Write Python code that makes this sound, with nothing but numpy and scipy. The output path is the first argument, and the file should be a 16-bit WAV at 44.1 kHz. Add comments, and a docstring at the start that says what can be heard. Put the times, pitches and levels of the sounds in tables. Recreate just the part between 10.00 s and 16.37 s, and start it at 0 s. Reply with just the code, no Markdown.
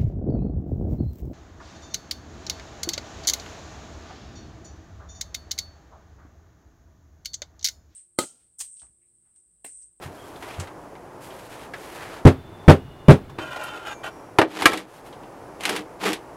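"""Packing sand into a steel flask

Fingers rub and tap softly, then three heavy blows boom through a wooden bench and overload the mic.
A sheet-metal tray with the flask scrapes along, lands with two clanks and is shoved three times over grit.
Fan-like room tone lies underneath; an automatic gain control ducks the mix after each loud hit."""
import sys
import numpy as np
from scipy import signal
from scipy.fft import rfft, irfft, next_fast_len
from scipy.io import wavfile
from scipy.ndimage import map_coordinates

SR = 44100
rng = np.random.default_rng(int(sys.argv[2]) if len(sys.argv) > 2 else 0)


def waveform_to_disk(signal):
    """Save audio, clipped to [-1, 1], as 16-bit WAV at the path in sys.argv[1]."""
    frames = np.transpose(np.atleast_2d(signal))
    scaled = np.clip(frames, -1, 1) * 32767
    samples = np.round(scaled).astype(np.int16)
    wavfile.write(sys.argv[1], SR, samples)


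N = 280801
TIME = np.arange(N) / SR
AGE = TIME[:SR]  # seconds into a one-shot

# Room tone. Each row: frequency in Hz, level in dB. Levels in all tables are relative.
ROOM_EQ = [(15, -38), (25, -11.5), (48, -6.5), (80, -7.5), (113, -2.5), (241, -6.5), (291, 0.5), (413, -1),
           (460, -1.5), (688, -2), (901, -3.5), (3860, -31.5), (5490, -29.5), (11100, -35), (15700, -42)]
# Electrical whine. Each row: frequency in Hz, width in Hz, level in dB.
WHINE_PEAKS = [(5650, 70, -15), (8700, 14, -8), (9975, 50, 2), (10800, 70, -2)]
# Finger strokes. Each row: start in seconds, length in seconds, level in dB, tilt in dB per octave.
RUB_CUES = [(.01, 0.026, -35, .5), (0.114, 0.32, -54, 3), (0.404, 0.24, -43, -0.5),
            (1.199, 0.074, -47, 3.5), (1.298, .2, -51, 2), (1.493, .16, -46, 0.5), (1.747, 0.21, -45, 1.5),
            (1.943, 0.24, -40.5, -1), (4.86, 0.12, -49, 2), (5.041, 0.032, -46.5, 2)]
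# Sand hiss. Each row: frequency in Hz, level in dB.
SAND_EQ = [(30, -29), (120, -2.5), (250, -11), (550, -0.5), (900, -0.5), (1700, -2.5), (3000, -8.5),
           (5500, -16), (11000, -19), (13500, -24), (16000, -31.5)]
# Finger and tool taps. Each row: start in seconds, level in dB, pitch in Hz.
TAP_CUES = [(0.0242, -49, 4560), (0.3577, -46, 3700), (0.4238, -35.5, 1970), (.5033, -40, 2360),
            (0.542, -43.5, 3320), (0.598, -31.5, 7600), (.672, -37.5, 1290), (.9527, -47, 2340),
            (1.304, -44.5, 2950), (1.7361, -30.5, 1620), (3.2953, -32.5, 900), (3.5598, -30, 620),
            (3.6355, -38, 10900), (4.0344, -40, 2870), (5.1262, -44.5, 3400), (5.232, -49.5, 2880),
            (5.366, -57.5, 2900)]
# Crunch of grit. Each row: frequency in Hz, level in dB.
GRIT_EQ = [(30, -55), (150, -21), (400, -6), (800, 5.5), (1300, 1.5), (2100, 1), (3300, -2.5), (5000, -9.5),
           (10000, -16.5), (13000, -19.5), (16000, -37)]
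# Soft bumps on the bench. Each row: start in seconds, level in dB.
BUMP_CUES = [(0.048, -28.5), (0.579, -22)]
# The bench top's modes. Each row: frequency in Hz, level in dB, T60 in seconds.
BENCH_MODES = [(34.3, -23.5, 0.12), (89.4, 3.5, 0.16), (126.8, 2, 0.12), (151, 4, 0.12),
               (196.9, -5.5, 0.17), (205, -12, 0.11), (260.4, -6, 0.21), (332, -7.5, 0.15),
               (353.3, -2, 0.14), (404.6, -6.5, 0.15), (458, -11, 0.087), (513.5, -29.5, 0.16),
               (608, -12.5, 0.15), (790, -13.5, 0.17), (1347, -25, 0.14)]
# Metal squeaks. Each row: start in seconds, pitch in Hz, level in dB, T60 in seconds, jitter in radians.
SQUEAK_CUES = [(.165, 3230, -51, 0.41, 2.6), (3.875, 6750, -43, 0.25, 0.59), (3.905, 6400, -47, 0.26, .4),
               (3.91, 2350, -55.5, 1., .5), (4.08, 5640, -64, .9, 0.45)]
# Heavy blows. Each row: start in seconds, thump in dB, tilt in dB per octave, rattle in dB,
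# flask ring in dB, ring centre in Hz.
BLOW_CUES = [(2.2511, 8, -2, -4.5, -51, 3640), (2.679, 8, 2, 0, -46.5, 2950),
             (3.083, 8.5, 2, -1, -51, 3270)]
# Loose things rattling on the bench. Each row: frequency in Hz, level in dB.
RATTLE_EQ = [(60, -44), (250, -8.5), (420, -3), (700, -14), (1300, -19), (2000, -23.5), (3500, -30.5),
             (6000, -40), (11000, -45.5), (16000, -62.5)]
# The rattle's tail. Each row: frequency in Hz, T60 in seconds.
RATTLE_DECAY = [(200, 0.18), (1000, .16), (4000, 0.15), (12000, 0.16)]
# The room's rumble after a blow. Each row: frequency in Hz, level in dB.
RUMBLE_EQ = [(25, -12), (60, -7.5), (88, -3), (110, -5), (135, 0), (200, -12.5), (400, -10), (900, -48)]
# Metalware buzzing after a blow. Each row: frequency in Hz, level in dB.
BUZZ_EQ = [(300, -18), (700, 3.5), (1500, -2.5), (2800, -8.5), (4200, -13.5), (6500, -29), (16000, -50)]
# The flask's long ring. 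Each row: frequency in Hz, level in dB, T60 in seconds.
FLASK_MODES = [(2870, 5.5, 1.72), (3531, 4.5, 2.5), (4603, 3, 1.4)]
# Slides of the tray's edge. Each row: start in seconds, length in seconds, level in dB.
SCRAPE_CUES = [(3.381, .2, -31), (3.588, 0.254, -33), (3.849, 0.08, -33), (4.031, 0.052, -32.5)]
# The lifted tray's resonances. Each row: frequency in Hz, width in Hz, level in dB.
LIFTED_TRAY_PEAKS = [(627.6, 31, 3.5), (844, 17, 4.5), (1034, 43, -1.5), (1400, 48, 7.5), (1593, 48, -2),
                     (1870, 62, -4), (2435, 75, -9.5), (2720, 160, -5), (3090, 36, -4.5), (3250, 25, -22),
                     (3600, 49, -16), (6620, 68, -17), (8150, 180, -32), (12500, 49, -24)]
# Tray hits. Each row: start in seconds, clank in dB, thud in dB, sheet ring in dB.
KNOCK_CUES = [(3.386, -38, -21.5, -41), (4.3858, -16, -5, -16), (4.415, -21, -7.5, -13),
              (4.6208, -17, -16.5, -27), (4.6564, 0.5, -6, 5), (4.7194, -22, -22.5, -17),
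              (4.733, -16, -16.5, -17), (4.7741, -19, -50, -48), (5.607, -33.5, -43, -63),
              (5.635, -26.5, -49, -58), (5.6531, -17, -42, -29.5), (5.6935, -18, -27, -24),
              (5.7625, -23, -62, -48), (6.1306, -21.5, -35, -44)]
# The rim's clank. Each row: frequency in Hz, level in dB.
CLANK_EQ = [(30, -31), (600, -53), (950, -6), (1250, -22), (1550, -5.5), (1830, -3), (2200, -2.5),
            (3600, -7), (6000, -16), (10000, -15), (13000, -23), (16000, -38)]
# The wood's thud under the tray. Each row: frequency in Hz, level in dB.
THUD_EQ = [(20, -34), (110, -11.5), (220, -17), (305, 6), (400, -4), (700, -2.5), (1100, -6.5), (1800, -11),
           (4000, -22), (16000, -68)]
# The tail of clank and thud. Each row: frequency in Hz, T60 in seconds.
KNOCK_DECAY = [(300, 0.28), (1500, 0.14), (4000, 0.14), (12000, 0.11)]
# The loaded tray's sheet. Each row: frequency in Hz, level in dB, T60 in seconds.
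SHEET_MODES = [(196, -14, 0.066), (316.3, -1, 0.075), (670, -16, 0.036), (1070, -13.5, 0.16),
               (1190, -1.5, 0.046), (1320, -11, 0.14), (1640, 2, 0.039), (1806, 2, 0.032),
               (1900, -12, 0.16), (2276, -9.5, 0.054), (2330, -14, 0.16), (2870, -18, 0.06)]
# The tray's resonances flat on the bench. Each row: frequency in Hz, width in Hz, level in dB.
FLAT_TRAY_PEAKS = [(192.4, 18, -6), (309.8, 9.4, 3), (389, 40, -6.5), (462, 27, -4), (748, 110, -17)]
# Pushes on the tray. Each row: start in seconds, length in seconds, grit in dB, judder in dB.
SHOVE_CUES = [(4.446, 0.43, -24, -25.5), (5.579, 0.27, -29.5, -31), (5.987, .17, -24, -24)]


def amp(db):
    """Decibels to gain."""
    return 10 ** (np.asarray(db) / 20)


def unit(x):
    """Scale to rms 1."""
    return x / np.sqrt(np.mean(x ** 2) + 1e-20)


def along(points, hz):
    """Read a curve of (Hz, value) points on a log axis."""
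    freqs, values = np.transpose(points)
    return np.interp(np.log(hz + 1), np.log(freqs + 1), values)


def wobble(rate):
    """A smooth random modulator, rate knots a second."""
    return map_coordinates(rng.standard_normal(int(N * rate / SR) + 4), [TIME * rate])


def filtered(x, response):
    """Filter x by a function of frequency in Hz."""
    size = next_fast_len(len(x) + 8192)
    return irfft(rfft(x, size) * response(np.fft.rfftfreq(size, 1 / SR)), size)[:len(x)]


def coloured(x, eq):
    """x through an EQ curve, at rms 1."""
    return unit(filtered(x, lambda hz: amp(along(eq, hz))))


def noise(eq, samples=SR):
    """Noise through an EQ curve, at rms 1."""
    return coloured(rng.standard_normal(samples), eq)


def resonate(x, peaks):
    """x through a body's resonances in alternating polarity, at rms 1."""
    def response(f):
        return sum((-1) ** k * amp(db) * 1j * f * width / (hz * hz - f * f + 1j * f * width)
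                   for k, (hz, width, db) in enumerate(peaks))
    return unit(filtered(x, response))


def rise(attack_s):
    """A one-shot's attack, from 0 towards 1."""
    return 1 - np.exp(-AGE / attack_s)


def fade(db, t60):
    """A one-shot's tail: starts at db and loses 60 dB every t60 seconds."""
    return amp(db - 60 * AGE / t60)


def ring(modes, scatter_db):
    """Damped modes, struck a little differently each time."""
    return sum((-1) ** k * fade(db + scatter_db * rng.standard_normal(), t60)
               * np.sin(2 * np.pi * hz * AGE) for k, (hz, db, t60) in enumerate(modes))


def clatter(eq, decay):
    """A crowd of dense modes, each band dying at its own speed."""
    hz, t, bands = signal.stft(noise(eq), SR, nperseg=256)
    tails = amp(-60 * t / along(decay, hz)[:, None])
    return signal.istft(bands * tails, SR, nperseg=256)[1][:SR]


def grains(rate, spread_db):
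    """Tiny slips of uneven size at random moments, about rate a second."""
    hits = rng.random(N) < rate / SR
    return unit(hits * rng.standard_normal(N) * amp(spread_db * rng.standard_normal(N)))


def stroke(length, attack_s, release_s, sag_db_per_s=0):
    """A stroke's envelope: it builds, holds or sags for length seconds, and dies away."""
    hold = amp(-sag_db_per_s * np.minimum(AGE, length))
    return rise(attack_s) * hold * np.exp(-np.maximum(AGE - length, 0) / release_s)


def add(track, start, sound):
    """Mix a sound in at start seconds."""
    part = track[max(round(start * SR), 0):][:len(sound)]
    part += sound[:len(part)]


def room_tone():
    """A gently wavering, fan-like bed with a faint electrical whine."""
    whine = amp(-74) * resonate(rng.standard_normal(N), WHINE_PEAKS)
    waver = amp(.5 * wobble(6))
    return amp(-42.5) * waver * noise(ROOM_EQ, N) + whine


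def sand_rubs():
    """Fine sand hisses under the fingers; light strokes are thin and bright, firm ones fuller."""
    hiss = coloured(grains(12000, spread_db=1.5), SAND_EQ) * amp(1.2 * wobble(35))
    out = np.zeros(N)
    for start, length, db, tilt in RUB_CUES:
        patch = np.roll(hiss, -round(start * SR))[:SR]
        tilted = unit(filtered(patch, lambda hz: amp(tilt * np.log2(hz + 1))))
        add(out, start, amp(db) * stroke(length, attack_s=.024, release_s=.031) * tilted)
    return out


def taps():
    """Each touch is a gritty tick with one broad resonance of the thing touched."""
    out = np.zeros(N)
    for start, db, hz in TAP_CUES:
        tick = noise(GRIT_EQ)
        body = resonate(tick, [(hz, .31 * hz, 0)])
        add(out, start, fade(db, t60=.1) * (.55 * tick + .7 * body) * rise(.0008))
    return out


def struck_bench(tilt):
    """The bench's modes tilted in dB per octave: a harder contact feeds the high ones more."""
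    pivot_hz = BENCH_MODES[1][0]
    return [(hz, db + tilt * np.log2(hz / pivot_hz), t60) for hz, db, t60 in BENCH_MODES]


def bench_bumps():
    """Soft contacts swell into dull thumps, without the bench's deepest mode."""
    out = np.zeros(N)
    for start, db in BUMP_CUES:
        thump = ring(struck_bench(tilt=-5)[1:], scatter_db=2)
        add(out, start, amp(db) * thump * rise(.024))
    return out


def squeaks():
    """Metal slips on metal and swells into one thin, unsteady tone that rings on."""
    out = np.zeros(N)
    for start, hz, db, t60, jitter in SQUEAK_CUES:
        phase = 2 * np.pi * hz * AGE + jitter * wobble(117)[:SR]
        add(out, start, fade(db, t60) * rise(.024) ** 2 * 2 * np.sin(phase))
    return out


def heavy_blows():
    """The bench booms, loose things rattle, the room rumbles, metalware buzzes and the flask rings."""
    out = np.zeros(N)
    for start, thump_db, tilt, rattle_db, ring_db, centre_hz in BLOW_CUES:
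        add(out, start, amp(thump_db) * ring(struck_bench(tilt), scatter_db=3.5) * rise(.0036))
        add(out, start, amp(rattle_db - 2.5) * clatter(RATTLE_EQ, RATTLE_DECAY) * rise(.0017))
        # loose things jump and rattle harder a moment later
        add(out, start + .014, amp(rattle_db + 5) * clatter(RATTLE_EQ, RATTLE_DECAY) * rise(.00053))
        add(out, start, fade(thump_db - 31, t60=1) * noise(RUMBLE_EQ) * rise(.02))
        add(out, start, fade(-38, t60=1.42) * noise(BUZZ_EQ) * rise(.02))
        add(out, start, amp(ring_db) * flask_ring(centre_hz))
    return out


def flask_ring(centre_hz, split_hz=13.7):
    """A nearly round wall has each mode twice, slightly apart, so its ring beats; it also flickers."""
    # the struck spot favours the modes near centre_hz
    modes = [(hz, db - 40 * abs(np.log2(hz / centre_hz)), t60) for hz, db, t60 in FLASK_MODES]
    twins = [(hz + split_hz * (.5 + rng.random()), db - 10, t60) for hz, db, t60 in modes]
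    flicker = amp(2.6 * wobble(55)[:SR] - 1.5)
    return flicker * ring(modes + twins, scatter_db=1.5)


def tray_scrapes():
    """The edge catches and slips; the free sheet sings, and the bench's echo sweeps its colour."""
    slips = grains(5000, spread_db=2.5) * amp(1.6 * wobble(80))
    bite = np.zeros(N)
    for start, length, db in SCRAPE_CUES:
        add(bite, start, amp(db) * stroke(length, attack_s=.0048, release_s=.01, sag_db_per_s=37))
    direct = bite * (resonate(slips, LIFTED_TRAY_PEAKS) + amp(-8) * coloured(slips, GRIT_EQ))
    travel_s = np.maximum(TIME - SCRAPE_CUES[0][0], 0)
    delay_s = .00189 + .00105 * travel_s  # the echo comes later as the tray travels
    return direct + .55 * np.interp(TIME - delay_s, TIME, direct)


def tray_knocks():
    """The rim clanks, hardest at the instant of contact; the wood thuds and the sheet rings."""
    out = np.zeros(N)
    punch = 1 + 1.4 * np.exp(-AGE / .005)
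    for start, clank_db, thud_db, sheet_db in KNOCK_CUES:
        add(out, start, amp(clank_db - 6.5) * clatter(CLANK_EQ, KNOCK_DECAY) * punch * rise(.00016))
        add(out, start, amp(thud_db - 2) * clatter(THUD_EQ, KNOCK_DECAY) * punch * rise(.00081))
        add(out, start, amp(sheet_db) * ring(SHEET_MODES, scatter_db=-2) * rise(.001))
    return out


def push_speed(start, length):
    """A push gathers speed and slows again in one arch, 0 to 1."""
    return np.abs(np.sin(np.pi * np.clip((TIME - start) / length, 0, 1)))


def tray_shoves(judder_lag_s=.016):
    """Grit crunches under the loaded tray, which judders on the bench; both grow with its speed."""
    slips = grains(6000, spread_db=3) * amp(1.6 * wobble(130))
    grit = coloured(slips, GRIT_EQ)
    judder = resonate(grains(9000, spread_db=1), FLAT_TRAY_PEAKS)
    out = np.zeros(N)
    for start, length, grit_db, judder_db in SHOVE_CUES:
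        out += amp(grit_db) * push_speed(start, length) ** 1.76 * grit
        out += amp(judder_db) * push_speed(start + judder_lag_s, length) ** 1.56 * judder
    return out


def scene():
    """Hits, friction and room tone in one mono mix."""
    hits = heavy_blows() + bench_bumps() + tray_knocks() + taps()
    friction = squeaks() + sand_rubs() + tray_scrapes() + tray_shoves()
    return (hits + friction + room_tone())[None]


def gain_control(x, threshold_db, depth_db, attack_s, recovery_db_per_s):
    """Loud peaks duck the gain by up to depth_db; it climbs back steadily."""
    over_db = np.clip(20 * np.log10(np.abs(x) + 1e-9) - threshold_db, 0, depth_db)
    climb_db = recovery_db_per_s * TIME
    duck_db = np.maximum.accumulate(over_db + climb_db) - climb_db
    pole = np.exp(-1 / (attack_s * SR))
    return x * amp(-signal.lfilter([1 - pole], [1, -pole], duck_db))


def record(dry):
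    """The gain control is too slow for the blows, so they clip; a low-pass trims the very top."""
    ducked = gain_control(dry[0], threshold_db=-10, depth_db=12, attack_s=.045, recovery_db_per_s=34)
    clipped = ducked / (1 + np.abs(ducked / .95) ** 8) ** (1 / 8)
    return filtered(clipped, lambda hz: hz < 15850)[None]


dry = scene()
out = record(dry)
waveform_to_disk(out)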